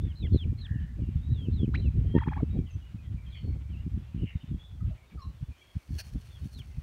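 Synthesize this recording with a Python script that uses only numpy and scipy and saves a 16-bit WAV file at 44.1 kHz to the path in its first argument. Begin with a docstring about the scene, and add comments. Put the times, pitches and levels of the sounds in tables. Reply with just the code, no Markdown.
"""On a lawn, two turkeys stroll while swirling wind flutters and bumps on the microphone.
The birds peep in falling whistles, and one gives a sharp "putt" and a short gobble, all made
by the syrinx, a bird's voice box. Then the male puffs and rustles his fanned feathers, which
scrape over each other. More fowl call faintly across the yard, over a soft outdoor hush."""
import sys
import numpy as np
from scipy import signal
from scipy.fft import rfft, irfft
from scipy.io import wavfile
from scipy.ndimage import uniform_filter1d

SR = 44100
rng = np.random.default_rng(int(sys.argv[2]) if len(sys.argv) > 2 else 0)


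def waveform_to_disk(signal):
    """Save audio, clipped to [-1, 1], as 16-bit WAV at the path in sys.argv[1]."""
    frames = np.transpose(np.atleast_2d(signal))
    scaled = np.clip(frames, -1, 1) * 32767
    samples = np.round(scaled).astype(np.int16)
    wavfile.write(sys.argv[1], SR, samples)


N = 300762
TIME = np.arange(N) / SR
FREQ = np.maximum(np.arange(N // 2 + 1) * SR / N, 1)

# Tone colour (how strong each frequency is) of the outdoor hush: f/Hz, level/dB
HUSH_COLOUR = [(60, -16), (180, -34), (360, -31), (760, -35.5), (3050, -40), (4960, -48), (6400, -49.5),
               (9500, -53), (10400, -57), (11500, -54.5), (15500, -57.5)]
# Tone colour of the wind's rumble: f/Hz, level/dB
RUMBLE_COLOUR = [(30, -0.5), (65, 6), (100, 2), (160, -7), (250, -15), (600, -31.5)]
# The breeze, dying down unevenly: t/s, relative level/dB
BREEZE_LEVELS = [(0.0, -30.5), (0.11, -36), (0.36, -36), (0.8, -37.5), (0.93, -37.5), (2.05, -27),
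                 (2.24, -35.5), (2.6, -37), (2.79, -47), (3.72, -34.5), (4.42, -57.5), (4.75, -42),
                 (4.96, -61.5), (5.36, -50), (5.55, -68), (5.79, -71.5), (5.98, -50), (6.82, -45.5)]
# Gusts on top of the breeze: middle t/s, length/s, relative level/dB
GUST_SWELLS = [(0.046, 0.045, -30), (0.237, 0.039, -29), (0.341, 0.037, -20.5), (0.486, 0.077, -27),
               (1.027, 0.13, -33.5), (1.311, 0.071, -29.5), (1.604, 0.034, -28), (2.576, 0.11, -29),
               (2.761, 0.047, -33), (3.116, 0.11, -36.5), (3.511, 0.098, -30.5), (3.795, 0.034, -32.5),
               (3.952, 0.045, -29), (4.22, 0.06, -29.5), (4.533, 0.06, -31), (4.869, 0.085, -28),
               (5.166, 0.047, -37.5), (5.279, 0.041, -35), (5.501, 0.028, -36.5), (5.947, 0.061, -33),
               (6.162, 0.043, -30), (6.439, 0.032, -35), (6.585, 0.055, -38.5)]
# Course of one peep: progress (0-1, the voice clears at 0.5), share of the pitch drop, level/dB
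PEEP_COURSE = [(0, .04, -13), (0.248, .05, -6), (0.439, .3, -8), (.53, .42, 0), (0.782, 0.59, -1),
               (0.871, .68, -3.5), (0.929, 1, -7), (1, 0.87, -11.5)]
# Peeps: start t/s, length/s, top f/Hz, bottom f/Hz, level/dB, share of the length spent before clearing
PEEP_CALLS = [(.003, .125, 3650, 2410, -55.5, 0.88), (0.152, 0.13, 4140, 2680, -49, 0.6),
              (0.221, 0.052, 2590, 1630, -51, 0.47), (0.322, 0.13, 4220, 2320, -45.5, .56),
              (.572, .1, 4290, 2410, -47, 0.8), (1.298, .195, 3950, 2580, -53.5, .42),
              (1.519, 0.15, 4170, 2470, -51.5, 0.48), (1.814, 0.079, 3130, 2200, -53.5, 0.53),
              (3.7, 0.073, 3260, 2150, -60, 0.48), (6.3, 0.086, 3620, 2950, -57.5, 0.58),
              (6.526, 0.1, 4250, 2230, -50.5, 0.64)]
# Eddies (small swirls of air) hitting the microphone: t/s, peak level/dB, rough centre f/Hz
EDDY_HITS = [(0.069, -26, 190), (0.324, -17, 150), (0.347, -10, 209), (0.483, -25.5, 150),
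             (0.713, -18.5, 89), (0.76, -22.5, 116), (1.022, -21.5, 162), (1.09, -23, 168),
             (1.159, -16.5, 86), (1.32, -16.5, 78), (1.486, -17, 203), (1.633, -12, 177),
             (1.68, -18.5, 182), (2.153, -8, 230), (2.165, -9.5, 185), (2.277, -16.5, 184),
             (2.432, -12.5, 205), (2.591, -16.5, 191), (2.947, -26, 120), (3.146, -24, 99),
             (3.866, -21.5, 148), (3.977, -22.5, 154), (4.148, -22.5, 136), (4.18, -27.5, 220),
             (4.235, -19, 195), (4.357, -19, 94), (4.443, -30.5, 170), (4.516, -23, 153), (4.546, -25, 181),
             (5.428, -23.5, 86.5), (5.768, -20.5, 95), (5.908, -25, 136), (6.158, -23, 157),
             (6.458, -26.5, 146), (6.784, -22, 81)]
# Far whistles and hoots: start t/s, end t/s, first f/Hz, last f/Hz, level/dB, roughness (0 pure, 1 harsh)
FAR_CALLS = [(1, 1.1, 3130, 2710, -67, 0.53), (1.208, 1.33, 3590, 3870, -65.5, 0.17),
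             (1.73, 1.816, 3970, 4020, -58, 0.53), (2.054, 2.36, 3133, 3260, -59, 0.14),
             (2.5, 2.56, 3720, 3810, -66, .2), (2.572, 2.63, 2580, 2270, -70, .4),
             (2.655, 2.73, 3480, 2650, -63.5, 0.63), (2.7, 2.757, 6550, 6100, -67, 0.31),
             (3.255, 3.3, 3280, 3180, -60, 0.52), (3.3, 3.41, 4200, 3030, -57.5, 0.69),
             (3.34, 3.38, 2450, 2120, -57, 0.93), (3.33, 3.545, 4500, 4350, -68.5, 0.3),
             (3.52, 3.55, 2370, 2180, -64, .3), (3.75, 3.83, 2740, 2810, -65, 0.53),
             (4.159, 4.34, 3130, 2770, -58, 0.85), (4.23, 4.38, 2214, 2163, -61.5, 1),
             (4.32, 4.5, 3780, 3610, -70.5, 0.3), (4.57, 4.683, 3210, 3450, -59, 0.42),
             (4.805, 4.823, 1250, 1265, -51, .1), (4.905, 4.925, 730, 610, -50.5, .1),
             (4.955, 4.995, 1910, 2240, -61, 0.76), (5.174, 5.26, 1338, 1055, -51.5, 0.2),
             (5.185, 5.245, 4450, 5560, -68, 0.51), (5.19, 5.29, 4620, 3936, -60, 0.51),
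             (5.576, 5.76, 3330, 3260, -65.5, 0.52), (5.61, 5.645, 2320, 2325, -61.5, 0.35)]
# Tone colour of the breath in a call: f/Hz, level/dB
BREATH_COLOUR = [(1000, 8.0), (4000, 4.5), (7000, -23.5), (14000, -42)]
# Quick pitch flicks in the gobble, the last one downward: turning t/s, turning f/Hz, dip in level/dB
GOBBLE_FLICKS = [(2.198, 1986, -13), (2.248, 2526, -29), (2.297, 2475, -24.5), (2.346, 2480, -25),
                 (2.389, 1154, -12), (2.414, 600, -5)]
# Tone colour of the puff, also the basis of the rustle: f/Hz, level/dB
FEATHER_COLOUR = [(600, -2.5), (1200, -19.5), (1650, 2), (2050, -12), (2700, 1), (3700, -17), (4400, -12),
                  (6000, -3), (7400, -20), (9400, -6.5), (10500, -22), (11500, -8.5), (13200, -25),
                  (15500, -13)]
# Ringing quills (feather shafts): f/Hz, width/Hz, level/dB
QUILL_RINGS = [(4330, 60, 25.5), (4500, 46, 18.5), (4560, 24, 15), (5280, 47, 6)]
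# Feathers scraping: middle t/s, half length/s, level/dB
FEATHER_SCRAPES = [(5.974, 0.04, -61.5), (6.071, 0.019, -59.5), (6.136, 0.0032, -65.5),
                   (6.216, 0.0033, -66), (6.265, 0.025, -67.5), (6.456, 0.018, -65.5), (6.535, 0.01, -61),
                   (6.59, 0.008, -59.5), (6.3, 0.65, -69.5)]


def undb(db):
    """Turn decibels into a factor to multiply by."""
    return 10 ** (np.asarray(db) / 20)


def unit(x):
    """Scale a signal to an average power of 1."""
    return x / np.sqrt(np.mean(x ** 2))


def noise():
    """White noise: an even hiss."""
    return rng.standard_normal(N)


def colour(points):
    """Join (f/Hz, level/dB) points into a filter curve that fades below the first point."""
    hz, db = np.transpose(points)
    return undb(np.interp(np.log(FREQ), np.log(hz), db)) * np.minimum(FREQ / hz[0], 1) ** 2


def filtered(x, curve):
    """Turn each frequency up or down as the curve says."""
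    return irfft(rfft(x) * curve, N)


def wander(rate_hz):
    """A smooth random wiggle, about 1 in size; a higher rate wiggles faster."""
    return unit(filtered(noise(), np.exp(-(FREQ / rate_hz) ** 2)))


def swell(s, rise, fall):
    """A bell curve that reaches 1 at time s."""
    return np.exp(-((TIME - s) / np.where(TIME < s, rise, fall)) ** 2)


def envelope(start, db, attack, hold, release, depth_db=24):
    """Rise by depth_db to the level, hold, and sink again, with a soft fade at both ends."""
    corners = start + np.cumsum([0, attack, hold, release])
    fade = np.clip(np.minimum(TIME - corners[0], corners[-1] - TIME) / .004, 0, 1)
    return undb(db - depth_db * np.interp(TIME, corners, [1, 0, 0, 1])) * np.sin(np.pi / 2 * fade) ** 2


def phase_of(hz):
    """The growing angle of a wave that follows a pitch."""
    return 2 * np.pi * np.cumsum(hz) / SR


def yard_hush(level_db=-63, flicker_db=4.5):
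    """A distant outdoor hush whose middle range flickers a little."""
    air = unit(filtered(noise(), colour(HUSH_COLOUR)))
    middle = filtered(air, np.exp(-((FREQ - 2600) / 1400) ** 2))
    return (air - middle + middle * undb(flicker_db * np.tanh(wander(21)))) * undb(level_db)


def wind_strength(flutter_db=3):
    """How strong the wind is, in dB: a fluttering breeze plus the gusts."""
    breeze = undb(np.interp(TIME, *np.transpose(BREEZE_LEVELS)) + flutter_db * wander(14))
    gust_power = sum(undb(db) ** 2 * swell(s, length / 2, length / 2) for s, length, db in GUST_SWELLS)
    return 10 * np.log10(breeze ** 2 + gust_power)


def wind(boost_db=2, cutoff_hz=290, db_per_octave=24, low_cut_hz=40):
    """Air churns at the microphone's opening: stronger gusts carry smaller swirls and so reach higher."""
    strength_db = wind_strength()
    flow = filtered(noise(), colour(RUMBLE_COLOUR))
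    flow /= np.sqrt(uniform_filter1d(flow ** 2, size=1800))  # even out the noise's own swells
    cutoff = cutoff_hz * 2 ** ((strength_db - np.median(strength_db)) / db_per_octave + wander(27) / 2)
    rumble = 0
    for hz in np.arange(0, 900, 100):
        band = filtered(flow, np.maximum(1 - np.abs(FREQ - hz) / 100, 0))
        rumble += band / (1 + (hz / cutoff) ** 6)
    return filtered(rumble * undb(strength_db + boost_db), 1 / (1 + (low_cut_hz / FREQ) ** 6))


def peeps(rough_db=3):
    """Each whistle starts high and hoarse, clears and swells a step lower, then breaks downward."""
    out = np.zeros(N)
    wobble, shake, rasp = .012 * wander(70), .017 * wander(400), wander(260)
    stages, drop, course_db = np.transpose(PEEP_COURSE)
    for start, length, top, bottom, db, clears in PEEP_CALLS:
        on = (TIME > start) & (TIME < start + length)
        progress = np.interp((TIME[on] - start) / length, [0, clears, 1], [0, .5, 1])
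        hoarse = np.interp(progress, [.44, .54, .82, .92], [1, .2, .2, .8])
        hz = top + (bottom - top) * np.interp(progress, stages, drop)
        hz *= 1 + wobble[on] + hoarse * shake[on]
        loudness = undb(db + np.interp(progress, stages, course_db) + rough_db * hoarse * rasp[on])
        fade = np.tanh(10 * np.sin(np.pi * progress)) ** 2
        out[on] += np.sin(phase_of(hz)) * loudness * fade
    return out


def yard_echo(x, decay_s=.3):
    """Walls and plants scatter back a thin, dull echo."""
    tail = noise() * undb(-60 * TIME / decay_s) * (TIME > .008)
    return filtered(x, rfft(tail) / np.sqrt(np.sum(tail ** 2)) / (1 + (FREQ / 6000) ** 2))


def flock(count=130, low_hz=2000, span_hz=1900):
    """Far fowl chatter in short, slightly falling cheeps, each with its own pitch."""
    when, length, pitch, fall, size = rng.uniform(0, 1, (count, 5)).T
    start = (np.arange(count) + when) * N / SR / count
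    end = start + .03 + .07 * length
    hz, db, rough = low_hz + span_hz * pitch, -76 + 8 * size, .85 * length
    return whistles(zip(start, end, hz, hz * (1 - fall / 7), db, rough))


def eddies(low_cut_hz=60, side_size=.77, lag_s=.01039):
    """Each swirl is a rounded pressure bump between two weaker ones; strong swirls have sharper edges."""
    out = np.zeros(N)
    low_cut = signal.butter(2, low_cut_hz, "high", fs=SR, output="sos")
    for (s, db, hz), chance in zip(EDDY_HITS, rng.uniform(-1.02, 1, (len(EDDY_HITS), 4))):
        on = np.abs(TIME - s) < .08
        before = (-lag_s * (1 + chance[0] / 2), side_size * chance[1] / 2)
        after = (lag_s * (1 + chance[2] / 2), side_size * chance[3])
        bump = 0
        for lag, size in [(0, 1), before, after]:
            turn = np.pi * hz * (TIME[on] - s - lag) / 1.26
            bump -= size * turn / (1 + turn ** 2) ** 3
        soften = signal.butter(4, 980 * 2 ** (db / 18), fs=SR, output="sos")
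        bump = signal.sosfilt(low_cut, signal.sosfiltfilt(soften, bump))
        out[on] += bump / np.abs(bump).max() * undb(db)
    return out


def trill(peak_s=.688, pitch_hz=1745, pulse_hz=73, level_db=-51.5):
    """A far, rattling call swells and fades; each pulse swings the pitch."""
    beat = phase_of(pulse_hz * (1 + .02 * wander(20)))
    tone = np.sin(phase_of(pitch_hz * (1 - .069 * np.sin(beat) + .03 * wander(450))))
    pulses = np.cos(beat / 2) ** 2 * (1 + .16 * wander(220))
    return tone * pulses * undb(level_db) * swell(peak_s, rise=.05, fall=.18)


def whistles(calls):
    """Wavering notes glide and settle; a rough voice box shakes their pitch and level."""
    out = np.zeros(N)
    shake, rasp, sway = .07 * wander(450), wander(220), undb(3.5 * wander(45))
    for start, end, first, last, db, rough in calls:
        on = (TIME > start) & (TIME < end)
        progress = (TIME[on] - start) / (end - start)
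        hz = last + (first - last) * (1 - progress) ** 3
        tone = np.sin(phase_of(hz * (1 + rough ** 2 * shake[on]))) * (1 + .61 * rough * rasp[on])
        fade = np.sin(np.pi * progress) ** ((1 + rough) / 2)
        out[on] += tone * sway[on] * undb(db) * fade
    return out


def turkey_voice(hz, loudness, overtone_db, step_db, breath_db, jitter, throat_hz):
    """The voice box makes a tone with three overtones, dulled by the throat, plus a little breath."""
    pitch = np.clip(hz, 300, 4000)
    phase = phase_of(pitch * (1 + jitter * wander(486)))
    tone = np.sin(phase)
    for k in range(2, 5):
        dulling = np.sqrt(1 + (k * pitch / throat_hz) ** 6)
        tone += np.sin(k * phase) * undb(overtone_db + (k - 2.5) * step_db) / dulling
    breath = unit(filtered(noise(), colour(BREATH_COLOUR)))
    return (tone + undb(breath_db) * breath) * loudness


def putt(start_s=1.733, start_hz=661, rise_hz_per_s=69000):
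    """A sharp call whose pitch shoots straight up as it swells."""
    hz = start_hz + rise_hz_per_s * (TIME - start_s)
    loudness = envelope(start_s, db=-34.5, attack=.013, hold=.011, release=.013)
    return turkey_voice(hz, loudness, overtone_db=-32, step_db=1, breath_db=-14,
                        jitter=.014, throat_hz=4470)


def gobble(start_s=2.14, start_hz=933, sag_hz_per_s=720, choke_s=.012, choke_lag_s=.0048):
    """Each flick snaps the pitch away from a sinking note, then briefly chokes the voice."""
    base = np.maximum(start_hz - sag_hz_per_s * (TIME - start_s), 1)
    hz, choke_db = base, 0
    for s, turn_hz, dip_db in GOBBLE_FLICKS:
        flick = np.where(TIME < s, np.exp(-((TIME - s) / .0125) ** 4), swell(s, .014, .014))
        hz = hz * (turn_hz / base) ** flick
        choke_db += dip_db * swell(s + choke_lag_s, choke_s, choke_s)
    loudness = envelope(start_s, db=-37, attack=.023, hold=.246, release=.009)
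    loudness *= undb(choke_db + 1.5 * wander(300))
    bright_db = 7 * swell(GOBBLE_FLICKS[0][0] - choke_s, .065, choke_s)  # first syllable is brightest
    return turkey_voice(hz, loudness, overtone_db=bright_db - 16, step_db=-10, breath_db=-31,
                        jitter=.0141, throat_hz=2260)


def feathers(puff_s=5.977, tilt_db_per_octave=2):
    """The male's puff sets his quills ringing; his feathers scrape in tiny slips and stir them gently."""
    ring = sum(undb(db) / (1 + 2j * (FREQ - hz) / width) for hz, width, db in QUILL_RINGS)
    burst = noise() * undb(2 * wander(360))
    burst *= envelope(puff_s, db=-45.5, attack=.0089, hold=.024, release=.017)
    puff = filtered(burst, unit(colour(FEATHER_COLOUR)) * (1 + ring))
    slips = noise() * undb(3 * wander(700) + 1.5 * np.minimum(rng.exponential(size=N), 6))
    tilt = undb(tilt_db_per_octave * np.log2(FREQ / SR)) / (1 + (FREQ / 11000) ** 2)
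    rustle = unit(filtered(slips, np.sqrt(colour(FEATHER_COLOUR)) * tilt * (1 + .21 * ring)))
    effort = np.sqrt(sum(undb(2 * db) * swell(s, half, half) for s, half, db in FEATHER_SCRAPES))
    return puff + rustle * effort


def scene(near_echo_db=-18, far_echo_db=-3):
    """Near birds have little echo and far ones more; wind has none, as it hits the microphone itself."""
    near = gobble() + putt() + peeps() + feathers()
    far = whistles(FAR_CALLS) + trill() + flock()
    echo = yard_echo(undb(near_echo_db) * near + undb(far_echo_db) * far)
    return (near + far + echo + yard_hush() + wind() + eddies())[None]


def record(dry, top_hz=15700):
    """Cut away the highest treble."""
    return signal.sosfilt(signal.ellip(10, .2, 80, top_hz, fs=SR, output="sos"), dry)


dry = scene()
out = record(dry)
waveform_to_disk(out)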